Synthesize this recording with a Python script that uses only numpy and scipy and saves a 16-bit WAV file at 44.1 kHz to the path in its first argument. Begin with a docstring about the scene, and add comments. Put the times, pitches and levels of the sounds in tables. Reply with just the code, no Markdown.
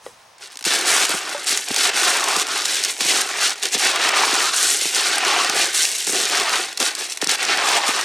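"""Scooping bait pellets in a bucket

A plastic scoop turns damp pellets in a plastic bucket on a quiet, faintly hissing lake shore.
It digs in, grinds through the heap and lifts; pellets rattle, clack and spill back as many tiny impacts.
Now and then it bumps the bucket, whose modes ring as a dull thud. At the start a sleeve swishes past
and a small bottle is put down; it topples a little later with a hollow knock."""
import sys
import numpy as np
from scipy import signal
from scipy.fft import rfft, irfft, next_fast_len
from scipy.io import wavfile

SR = 44100
rng = np.random.default_rng(int(sys.argv[2]) if len(sys.argv) > 2 else 0)


def file_out(sig):
    """Save sig as 16-bit WAV at sys.argv[1]."""
    # one column per channel
    cols = np.atleast_2d(sig).T
    # limit, then scale
    lim = np.clip(cols, -1, 1)
    pcm = np.round(lim * 32767).astype(np.int16)
    wavfile.write(sys.argv[1], SR, pcm)


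N = 354652
TIME = np.arange(N) / SR

# Table levels are relative; each source applies its own gain.
# spectra: f/Hz, level/dB
SHORE_SPECTRUM = [(30, -39), (100, 0), (200, -10), (400, -4.5), (700, 6.5), (1000, 8), (1400, 1),
                  (3000, -2.5), (6000, -5.5), (10000, -43), (15000, -18)]
SLEEVE_SPECTRUM = [(500, -3), (1800, -4), (4000, -7), (6200, -2), (7500, -4), (9500, -4), (15000, -24)]
BOOM_SPECTRUM = [(30, -82), (95, -62), (140, -12.5), (220, -5), (330, 2), (450, -3.5), (600, -8.5),
                 (750, 0), (1100, -28)]
CLACK_SPECTRUM = [(200, -70), (700, -5.5), (1800, 2.5), (4000, 8.5), (6000, 9.5), (8500, 5), (11000, -1.5),
                  (15500, -20)]
GRIND_SPECTRUM = [(300, -28.5), (520, -11.5), (720, 0), (1100, 1.5), (1700, 0.5), (2400, 4.5), (3300, 1),
                  (6000, -35.5)]
RATTLE_SPECTRUM = [(500, -59), (1100, -0.5), (1800, -8.5), (2600, -1), (4000, 5.5), (5600, 3.5),
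                   (7000, -1.5), (9000, -7), (15000, -37)]
SPILL_SPECTRUM = [(3000, -53), (5500, -1), (7000, -1), (8400, 0.5), (9700, -3), (11000, -8.5),
                  (12500, -14.5), (15500, -31)]
# stereo side weighting: f/Hz, level/dB
SIDE_SPECTRUM = [(60, -31), (150, -29), (400, -19), (800, -15.5), (1250, -20.5), (1800, -37), (3200, -16.5),
                 (6500, -23.5), (9000, -24.5), (13000, -7.5)]
# sleeve sweeping past: t/s, level/dB, reflection lag/ms
SLEEVE_SWEEP = [(0, -61, 0.49), (0.06, -44, 0.79), (0.15, -55, 0.76), (0.28, -57.5, 0.76), (0.37, -61, .92),
                (0.45, -94, 0.86)]
# bottle knocks: t/s, level/dB, f/Hz, t60/s
BOTTLE_KNOCKS = [(0.0643, -16, 530, 0.06), (0.074, -31, 474, .08), (0.083, -34, 496, 0.088),
                 (0.093, -38, 480, .07), (1.348, -14, 580, 0.24)]
# bottle modes: f/knock f, level/dB, t60/knock t60
BOTTLE_MODES = [(1, -6.5, 0.49), (1.17, -26, 0.65), (1.5, -6.5, 0.14), (2.2, -19, 0.44), (3.65, -21, 0.82),
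                (6.1, -16, .15)]
# scoop hits bucket: t/s, level/dB, contact cutoff/Hz
BUCKET_BUMPS = [(0.558, -43, 900), (0.611, -39, 900), (0.664, -17.5, 450), (1.095, -22, 900),
                (1.14, -17.5, 256), (1.524, -27, 900), (1.706, -14.5, 350), (2.367, -17, 300),
                (3.009, -20.5, 463), (3.049, -19, 204), (3.748, -17, 600), (3.767, -23, 600),
                (4.328, -18, 400), (4.855, -24, 600), (5.49, -19.5, 300), (6.073, -21, 610),
                (6.094, -23, 610), (6.129, -21, 600), (6.806, -22.5, 2370), (6.819, -23, 900),
                (7.224, -14.5, 800), (7.267, -22.5, 900), (7.886, -17, 900)]
# modes of the loaded bucket: f/Hz, level/dB, t60/s
BUCKET_MODES = [(131, -19, 0.063), (177, -9, 0.048), (243, -2, 0.032), (304, 0, 0.045), (415, 3, 0.031),
                (522, -11.5, 0.071), (800, 4, 0.01), (1420, 19.5, 0.0017), (1800, 7, 0.016),
                (2690, -5, 0.013)]
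# air and wall resonances excited by pellets: f/Hz, bandwidth/Hz, gain/dB
BUCKET_RESONANCES = [(407, 92, 11), (545, 30, 6.5), (720, 260, 6.5), (850, 130, 1.5), (1060, 240, 1.5),
                     (1446, 130, 2.5), (1810, 300, 3.5), (2690, 220, 2.5)]
# scoop-to-wall paths: lag/gap cycles, gain
WALL_PATHS = [(2.4, 0.13), (3.9, 0.23), (6.3, 0.19)]
# gap behind the scoop, lower when pushed in, higher on the lift: t/s, f/Hz
GAP_PITCH = [(0.65, 1636), (1.05, 1407), (1.25, 1245), (1.5, 1650), (1.74, 1770), (2.15, 1212), (2.31, 850),
             (2.45, 1283), (2.92, 1890), (3.08, 2000), (3.2, 1285), (3.5, 1590), (3.76, 2015), (3.88, 1475),
             (4.13, 1213), (4.26, 908), (4.42, 1193), (4.7, 1660), (4.88, 2040), (5.01, 1440), (5.17, 1476),
             (5.33, 964), (5.55, 1564), (5.8, 1740), (6.04, 1950), (6.3, 1430), (6.48, 1184), (6.7, 1730),
             (6.95, 1470), (7.13, 1910), (7.3, 1590), (7.52, 1516), (7.79, 823), (8.04, 1354)]
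# scoop strokes: t in/s, t deepest/s, t out/s, depth/full scoop, loose rattle/dB
STROKES = [(0.65, 0.94, 1.69, 0.86, -28.2), (1.674, 2.16, 2.91, 0.89, -22.6),
           (3.026, 3.15, 3.53, 0.76, -34.7), (3.726, 4.17, 4.89, 1.0, -22.6),
           (4.904, 5.3, 5.99, 0.96, -22.0), (6.07, 6.49, 6.73, 0.86, -32.6),
           (6.796, 6.87, 7.12, 0.56, -30.5), (7.204, 7.75, 8.36, 1.0, -22.7)]
# heap gives way: t/s, length/s, rattle/dB, spill re rattle/dB, release/s, extra grind/dB
PELLET_RUSHES = [(0.392, 0.07, -37.5, -6, 0.024, -6), (0.487, 0.038, -41, -3, 0.017, 4),
                 (0.642, 0.09, -19.5, -3.5, 0.12, 1.5), (0.841, 0.2, -18.5, -2.5, 0.045, 2),
                 (1.08, 0.067, -25, 0, 0.05, 5.5), (1.45, 0.073, -18, -1.5, 0.055, 0),
                 (1.755, 0.12, -19, -3, 0.004, -1), (1.824, 0.075, -19, -10, 0.0091, 6),
                 (1.941, 0.16, -19, -3, 0.14, 2), (2.25, 0.17, -24.5, -3, 0.012, 2),
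                 (2.375, 0.044, -19, -5, 0.009, -8), (2.502, 0.12, -28.5, -7.5, 0.015, -1),
                 (2.656, 0.15, -22, -7, 0.014, -1), (2.812, 0.086, -26.5, -14, 0.009, 1),
                 (2.88, 0.07, -34.5, 1, 0.15, 4), (2.983, 0.065, -22.5, -4, 0.048, -3),
                 (3.048, 0.16, -18.5, -3.5, 0.045, -1.5), (3.27, 0.17, -26, -6.5, 0.11, 2),
                 (3.392, 0.085, -18, -5.5, 0.02, 1), (3.474, 0.053, -25.5, -9, 0.0093, 7.5),
                 (3.606, 0.055, -23, -4.5, 0.036, 5.5), (3.706, 0.049, -21, -2, 0.0039, 3.5),
                 (3.769, 0.03, -18, -1, 0.012, 1), (3.794, 0.1, -18, -8.5, 0.043, 3.5),
                 (3.995, 0.078, -19.5, -11.5, 0.016, 1), (4.134, 0.41, -20.5, -6, 0.0034, -0.1),
                 (4.531, 0.17, -21, 1.5, 0.23, -3), (4.796, 0.023, -22.5, 0, 0.05, 9),
                 (4.917, 0.24, -20.5, -8.5, 0.022, -1.5), (5.235, 0.19, -21.5, -9, 0.09, 1.5),
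                 (5.537, 0.1, -20, -2.5, 0.052, 2.5), (5.726, 0.082, -18.5, 0.5, 0.086, -4),
                 (5.933, 0.11, -27.5, 1.5, 0.026, -8), (6.037, 0.19, -28, 4.5, 0.024, 0.5),
                 (6.124, 0.12, -20, -7.5, 0.14, -5), (6.293, 0.2, -21.5, -10, 0.042, 1),
                 (6.492, 0.078, -20.5, -6.5, 0.095, 2), (6.783, 0.1, -20.5, -4, 0.02, -0.5),
                 (6.959, 0.1, -27.5, -2.5, 0.018, -3.5), (7.08, 0.035, -34.5, 0, 0.079, 1),
                 (7.283, 0.074, -21, -5, 0.0032, 2.5), (7.448, 0.084, -19.5, -22, 0.022, 3),
                 (7.62, 0.16, -21.5, -5.5, 0.016, 0.5), (7.847, 0.062, -25, 0, 0.02, 2),
                 (7.915, .09, -29, -3, 0.06, 2.5)]
# scoop catches, heap stalls: t/s, length/s, drop/dB
SCOOP_HALTS = [(1.055, .025, 4), (1.9, 0.033, 2), (2.429, 0.055, 2.5), (4.091, 0.042, 1), (4.497, 0.037, 6),
               (4.77, 0.032, 1.5), (5.699, 0.028, 0.5), (6.735, .03, 3.5), (7.25, 0.034, 6),
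               (7.359, 0.033, 5)]
# scoop drags along the wall: t/s, length/s, level/dB
WALL_RUBS = [(0.72, 0.15, -36.5), (1.09, 0.035, -42), (1.502, 0.097, -42), (3.07, 0.11, -32),
             (3.623, 0.043, -34.5), (4.7, 0.098, -43), (5.505, 0.061, -32), (6.1, 0.14, -32),
             (6.786, 0.038, -25.5)]
# sharp clacks and ticks of pellets and of the scoop's handle: t/s, level/dB, t60/s, low cut/Hz
CLACKS = [(0.382, -42, .04, 500), (0.528, -36, .025, 900), (0.556, -25.5, 0.013, 700),
          (0.572, -23, 0.013, 1500), (0.59, -27.5, 0.04, 895), (0.609, -28, 0.031, 900),
          (0.626, -25, .022, 900), (0.641, -20.5, 0.02, 600), (0.65, -15.5, 0.1, 400),
          (1.052, -18, .018, 600), (1.0925, -7, 0.018, 7000), (1.4696, -15, .03, 2000),
          (1.529, -13, 0.025, 2500), (1.55, -22, 0.011, 4000), (1.574, -8, 0.02, 1200),
          (1.591, -28, 0.013, 1200), (1.685, -13.5, 0.014, 1200), (1.693, -20, 0.012, 2000),
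          (1.7126, -18, .03, 1200), (1.744, -8, 0.01, 900), (1.762, -10, 0.029, 2000),
          (2.1701, -11, 0.015, 6500), (2.24, -5, .014, 5500), (2.2863, -7, 0.0083, 6000),
          (2.364, -8, 0.013, 2000), (2.6195, -13, .012, 1500), (2.6525, -15.5, .078, 900),
          (2.8376, -8, 0.014, 3500), (2.848, -11, .03, 3500), (3.007, -11.5, 0.045, 600),
          (3.627, -14, 0.026, 2000), (3.632, -12, 0.035, 600), (3.7208, -20, .035, 900),
          (3.741, -13.5, 0.071, 600), (4.092, -15, .014, 4500), (5.497, -4.5, 0.012, 4000),
          (6.0685, -12, 0.016, 1500), (6.093, -12, 0.011, 600), (6.774, -14, 0.024, 1200),
          (6.801, -12, 0.033, 400), (6.951, -14, 0.014, 3020), (7.0983, -18, .02, 2000),
          (7.121, -17.5, 0.033, 2000), (7.173, -18, 0.022, 900), (7.215, -16, 0.067, 1500),
          (7.243, -10.5, 0.017, 2000), (7.272, -11.5, 0.014, 3500), (7.2925, -10.5, 0.054, 895),
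          (7.437, -18, 0.0073, 4000), (7.451, -13, 0.012, 2500), (7.574, -11, .008, 900),
          (7.88, -11, .018, 4500)]


def from_db(db):
    """Decibels to amplitude."""
    return 10 ** (np.asarray(db) / 20)


def unit_rms(x):
    """Scale to RMS 1."""
    return x / np.sqrt(np.mean(x ** 2) + 1e-20)


def in_time(rows):
    """Columns of a curve at every sample."""
    times, *columns = np.transpose(rows)
    return [np.interp(TIME, times, column) for column in columns]


def colour(x, spectrum, size=4096):
    """Minimum-phase filter with the given spectrum."""
    hz, db = np.transpose(spectrum)
    grid_hz = np.maximum(np.arange(size // 2 + 1) * SR / size, 1)
    gain = from_db(np.interp(np.log(grid_hz), np.log(hz), db))
    cepstrum = irfft(np.log(gain))
    cepstrum[1:size // 2] *= 2
    cepstrum[size // 2 + 1:] = 0
    return signal.oaconvolve(x, irfft(np.exp(rfft(cepstrum))))[:N]


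def drift(rate_hz, hop=40):
    """Low-passed random wander, RMS 1."""
    r = np.exp(-2 * np.pi * rate_hz * hop / SR)
    slow = signal.lfilter([1], [1, -2 * r, r * r], rng.standard_normal(N // hop + 2002))[2000:]
    return np.interp(np.arange(N) / hop, np.arange(len(slow)), unit_rms(slow))


def ring(clicks, hz, t60_s):
    """One mode: a unit click starts a decaying sine of height 1."""
    r, w = np.exp(-np.log(1000) / (t60_s * SR)), 2 * np.pi * hz / SR
    return signal.lfilter([0, np.sin(w)], [1, -2 * r * np.cos(w), r * r], clicks + 1e-18)


def clicks_at(times_s, heights):
    """Single-sample blows."""
    out = np.zeros(N)
    np.add.at(out, (np.asarray(times_s) * SR).astype(int), heights)
    return out


def grains(per_s, spread_db, t60_s, bunch_db):
    """Random contacts of uneven force, bunched in small avalanches; each is a noise burst."""
    chance = np.clip(per_s * from_db(bunch_db * drift(45)) / SR, 1e-4, 1)
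    sizes = from_db(spread_db * np.minimum(rng.exponential(1, N), 4))
    energy = sizes ** 2 * (rng.random(N) < chance) / per_s
    decay = np.exp(-2 * np.log(1000) / (t60_s * SR))
    return np.sqrt(signal.lfilter([1], [1, -decay], energy + 1e-18)) * rng.standard_normal(N)


def swell(start_s, end_s, release_s, attack_s=0.035):
    """Attack, hold and release, as power."""
    attack = np.clip((TIME - start_s) / attack_s, 0, 1)
    return (attack * np.exp(-np.maximum(TIME - end_s, 0) / release_s)) ** 2


def shore(mid_db=-51, side_db=-7):
    """Faint, even open-air hiss in stereo."""
    mid, side = (unit_rms(colour(noise, SHORE_SPECTRUM)) for noise in rng.standard_normal((2, N)))
    return from_db(mid_db) * (mid + from_db(side_db) * side * [[1], [-1]])


def sleeve(reflection=0.34):
    """Cloth hiss plus its reflection: a soft comb that sinks as the path grows."""
    level_db, lag_ms = in_time(SLEEVE_SWEEP)
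    hiss = unit_rms(colour(rng.standard_normal(N), SLEEVE_SPECTRUM))
    echo = np.interp(TIME - lag_ms / 1000, TIME, hiss)
    return from_db(level_db) * unit_rms(hiss + reflection * echo) * (TIME < SLEEVE_SWEEP[-1][0])


def bottle(low_cut_hz=340):
    """Hollow knocks, shorter while the hand still holds the bottle."""
    knocks = sum(ring(clicks_at([t], from_db(db + mode_db)), hz * ratio, t60_s * share)
                 for t, db, hz, t60_s in BOTTLE_KNOCKS for ratio, mode_db, share in BOTTLE_MODES)
    return signal.sosfilt(signal.butter(4, low_cut_hz, "high", fs=SR, output="sos"), knocks)


def bumps(gain_db=-3, vary_db=2.0, max_lag_s=0.001, low_cut_hz=120):
    """The scoop strikes the bucket's modes unevenly; a cushioned blow favours the low ones."""
    times, level_db, cutoff_hz = np.transpose(BUCKET_BUMPS)
    shape = len(BUCKET_BUMPS), len(BUCKET_MODES)
    chance_db = vary_db * rng.standard_normal(shape)
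    lag_s = max_lag_s * rng.random(shape)   # walls take up the blow in turn
    thuds = np.zeros(N)
    for k, (hz, mode_db, t60_s) in enumerate(BUCKET_MODES):
        heights = from_db(level_db + mode_db + gain_db + chance_db[:, k]) / np.hypot(1, hz / cutoff_hz)
        thuds += (-1) ** k * ring(clicks_at(times + lag_s[:, k], heights), hz, t60_s)
    return signal.sosfilt(signal.butter(4, low_cut_hz, "high", fs=SR, output="sos"), thuds)


def in_bucket(x, echo_db=-20, echo_t60_s=0.086, size=2048):
    """The bucket lifts its resonances and adds a short, faint flutter between its walls."""
    for hz, width_hz, lift_db in BUCKET_RESONANCES:
        b, a = signal.iirpeak(hz, hz / width_hz, fs=SR)
        x = x + (from_db(lift_db) - 1) * signal.lfilter(b, a, x)
    echoes = rng.standard_normal(size) * np.exp(-np.log(1000) * TIME[:size] / echo_t60_s)
    return x + from_db(echo_db) * signal.oaconvolve(x, echoes / np.linalg.norm(echoes))[:N]


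def behind_scoop(x, gap_hz, q, block=128):
    """The gap behind the scoop acts as a moving resonant high-pass."""
    out, state = np.zeros(N), np.zeros(2)
    for i in range(0, N, block):
        w = 2 * np.pi * gap_hz[i] / SR
        r = np.exp(-w / (2 * q))
        b, a = r * np.array([1, -2, 1]), [1, -2 * r * np.cos(w), r * r]
        out[i:i + block], state = signal.lfilter(b, a, x[i:i + block], zi=state)
    return out


def between_walls(x, gap_hz, wander_oct=0.16, wander_hz=3):
    """Scoop-to-wall paths change length as the scoop turns: wandering hollow peaks."""
    out = x
    for cycles, gain in WALL_PATHS:
        lag_s = cycles / gap_hz * 2 ** (wander_oct * drift(wander_hz))
        out = out + gain * np.interp(TIME - lag_s, TIME, x)
    return out / np.sqrt(1 + sum(gain ** 2 for _, gain in WALL_PATHS))


def scoop_depth(entry=0.32, lift_curve=0.98):
    """Each stroke stabs in, pushes to its deepest point and lifts out; 1 is a full scoop."""
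    depth = np.zeros(N)
    for start, deepest, end, full, _ in STROKES:
        push = np.interp(TIME, [start, deepest], [entry, 1], left=0)
        lift = np.interp(TIME, [deepest, end], [1, 0]) ** lift_curve
        depth += full * push * lift
    return depth


def pellet_flow(depth, depth_gain_db=6, surface_spill_db=0.25, buried_spill_db=-16.25, rest_s=0.022):
    """Loose rattle through each stroke, rushes on top: rattle/dB, spill re rattle/dB."""
    rattle = sum(from_db(db) ** 2 * swell(start, end, rest_s) for start, _, end, _, db in STROKES)
    rattle *= from_db(depth_gain_db * (depth - 1)) ** 2
    spill = rattle * from_db(surface_spill_db * (1 - depth) + buried_spill_db * depth) ** 2
    for start, length, db, spill_db, release_s, _ in PELLET_RUSHES:
        rush = from_db(db) ** 2 * swell(start, start + length, release_s)
        rattle += rush
        spill += rush * from_db(spill_db) ** 2
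    return 10 * np.log10(rattle + 1e-12), 10 * np.log10((spill + 1e-13) / (rattle + 1e-12))


def scoop_load_db(depth, rattle_db, spill_db, surface_db=-33.5, deep_db=-21, relief_db=10):
    """Grinding grows with depth and rattle; falling pellets take the load off the scoop."""
    load_db = surface_db * (1 - depth) + deep_db * depth
    for start, length, _, _, release_s, extra_db in PELLET_RUSHES:
        load_db += extra_db * swell(start, start + length, release_s)
    falling = 1 / (1 + from_db(-spill_db) ** 2)
    load_db += 0.38 * (rattle_db + 20) - relief_db * falling
    return load_db - 6 * (TIME < STROKES[0][0])   # lighter before the first stroke


def stirring(waver_oct=0.1, waver_hz=6.35, halt_edge_s=0.006):
    """The scoop drives the heap: gap/Hz, rattle/dB, spill re rattle/dB, grind/dB."""
    depth = scoop_depth()
    # the heap shifts under a buried scoop
    gap_hz = in_time(GAP_PITCH)[0] * 2 ** (waver_oct * depth * drift(waver_hz))
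    rattle_db, spill_db = pellet_flow(depth)
    grind_db = scoop_load_db(depth, rattle_db, spill_db)
    halt_db = sum(db * np.clip(np.minimum(TIME - t, t + length - TIME) / halt_edge_s + 0.5, 0, 1)
                  for t, length, db in SCOOP_HALTS)
    return gap_hz, rattle_db - halt_db, spill_db, grind_db - halt_db


def booming(rattle_db, grind_db, boom_db=-34, ref_db=-22, release_s=0.0087):
    """The heap shoves the walls and the bucket booms; more so when the scoop drags along them."""
    heap = from_db(boom_db + 0.38 * (grind_db - ref_db) + 0.5 * (rattle_db - ref_db)) ** 2
    rubs = sum(from_db(db) ** 2 * swell(t, t + length, release_s) for t, length, db in WALL_RUBS)
    shoves = in_bucket(grains(per_s=2000, spread_db=3.5, t60_s=0.0048, bunch_db=1.5))
    return np.sqrt(heap + rubs) * unit_rms(colour(shoves, BOOM_SPECTRUM))


def ticks(rattle_db, ref_per_s=220, ref_db=-20, gain_db=-3.5, range_hz=(3000, 9200), pitches=24):
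    """Single pellets bounce off the plastic, each ringing for 30 cycles at a random pitch."""
    per_s = ref_per_s * from_db((rattle_db - ref_db) / 2)
    hits = np.flatnonzero(rng.random(N) < per_s / SR)
    chance_db = 3 * np.minimum(rng.exponential(1, N), 3)
    heights = from_db(rattle_db + gain_db + chance_db)[hits]
    pitch_index = rng.integers(0, pitches, N)[hits]
    rings = sum(ring(clicks_at(TIME[hits], heights * (pitch_index == k)), hz, t60_s=30 / hz)
                for k, hz in enumerate(np.geomspace(*range_hz, pitches)))
    return signal.lfilter(*signal.butter(2, range_hz[0] / 2, "high", fs=SR), rings)


def clacks(rattle_db, gain_db=-4, strays_per_s=16, stray_t60_s=0.009, stray_cut_hz=(1000, 7000)):
    """Sharp clacks and ticks of pellets and the scoop's handle, plus random strays: brief noise bursts."""
    contacts = rng.standard_normal(N) * from_db(1.5 * drift(250))
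    landings = np.flatnonzero(rng.random(N) < strays_per_s / SR)
    stray_db = np.minimum(rattle_db + 12, -10)
    strays = [(TIME[i], stray_db[i], stray_t60_s, rng.uniform(*stray_cut_hz)) for i in landings]
    out = np.zeros(N)
    for t, db, t60_s, low_cut_hz in list(CLACKS) + strays:
        at = int(t * SR)
        age_s = TIME[:min(int(2 * t60_s * SR), N - at)]
        span = slice(at, at + len(age_s))
        burst = from_db(db) * np.exp(-np.log(1000) * age_s / t60_s) * contacts[span]
        out[span] += signal.lfilter(*signal.butter(2, low_cut_hz, "high", fs=SR), burst)
    return from_db(gain_db) * in_bucket(colour(out, CLACK_SPECTRUM))


def grinding(gap_hz, grind_db, ref_per_s=2500, ref_db=-23, gain_db=2.0, heap_db=-8):
    """Packed pellets slip along the scoop and against each other."""
    force_db = grind_db - ref_db
    per_s = ref_per_s * from_db(force_db / 2)
    on_scoop = behind_scoop(grains(per_s, spread_db=2.0, t60_s=0.0011, bunch_db=2.0), gap_hz, q=2.2)
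    in_heap = grains(per_s, spread_db=4.5, t60_s=0.0056, bunch_db=3.5)
    slips = in_bucket(on_scoop + from_db(heap_db + 0.012 * force_db) * in_heap)
    return from_db(grind_db + gain_db) * unit_rms(colour(slips, GRIND_SPECTRUM))


def tumbling(gap_hz, rattle_db, spill_db, ref_per_s=7000, ref_db=-20, crowding=0.42):
    """Loose pellets: the more move, the louder and denser; falling ones sound brighter."""
    per_s = ref_per_s * from_db(crowding * (rattle_db - ref_db))
    contacts = in_bucket(grains(per_s, spread_db=3.5, t60_s=0.0073, bunch_db=2.0))
    contacts = behind_scoop(contacts, gap_hz, q=2.6)
    rattle = from_db(-1.5) * unit_rms(colour(contacts, RATTLE_SPECTRUM))
    fine = grains(per_s, spread_db=5.0, t60_s=0.0023, bunch_db=2.0)
    spill = from_db(spill_db - 1) * unit_rms(colour(fine, SPILL_SPECTRUM))
    return from_db(rattle_db) * (rattle + spill)


def pellets(gap_hz, rattle_db, spill_db, grind_db, jerk_db=0.93, jerk_hz=16):
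    """Heap and scoop together; the heap gives way in small jerks."""
    jerks = from_db(jerk_db * drift(jerk_hz))
    scrape = between_walls(tumbling(gap_hz, rattle_db, spill_db) + grinding(gap_hz, grind_db), gap_hz)
    return jerks * (scrape + booming(rattle_db, grind_db)) + clacks(rattle_db) + ticks(rattle_db)


def scene(diffuse_db=-3, lead_db=-3):
    """Bucket nearly straight ahead; diffuse pellet sound and a slight left phase lead add width."""
    thuds = bumps()
    motion = stirring()
    mid = pellets(*motion) + thuds + bottle() + sleeve()
    size = next_fast_len(N, real=True)
    hz, side_db = np.transpose(SIDE_SPECTRUM)
    width = from_db(np.interp(np.log(1 + np.fft.rfftfreq(size, 1 / SR)), np.log(hz), side_db))
    diffuse = from_db(diffuse_db) * rfft(pellets(*motion), size)
    lead = 1j * from_db(lead_db) * rfft(mid, size)   # quarter cycle ahead of mid
    side = irfft(width * (diffuse + lead), size)[:N]
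    return mid + side * [[1], [-1]] + shore()


def record(dry, ceiling=0.8, low_cut_hz=60, high_cut_hz=15900):
    """Round the peaks; cut deep bass and top."""
    bass_cut = signal.butter(1, low_cut_hz, "high", fs=SR, output="sos")
    top_cut = signal.ellip(10, 0.1, 80, high_cut_hz, fs=SR, output="sos")
    return signal.sosfilt(np.vstack([bass_cut, top_cut]), ceiling * np.tanh(dry / ceiling))


dry = scene()
out = record(dry)
file_out(out)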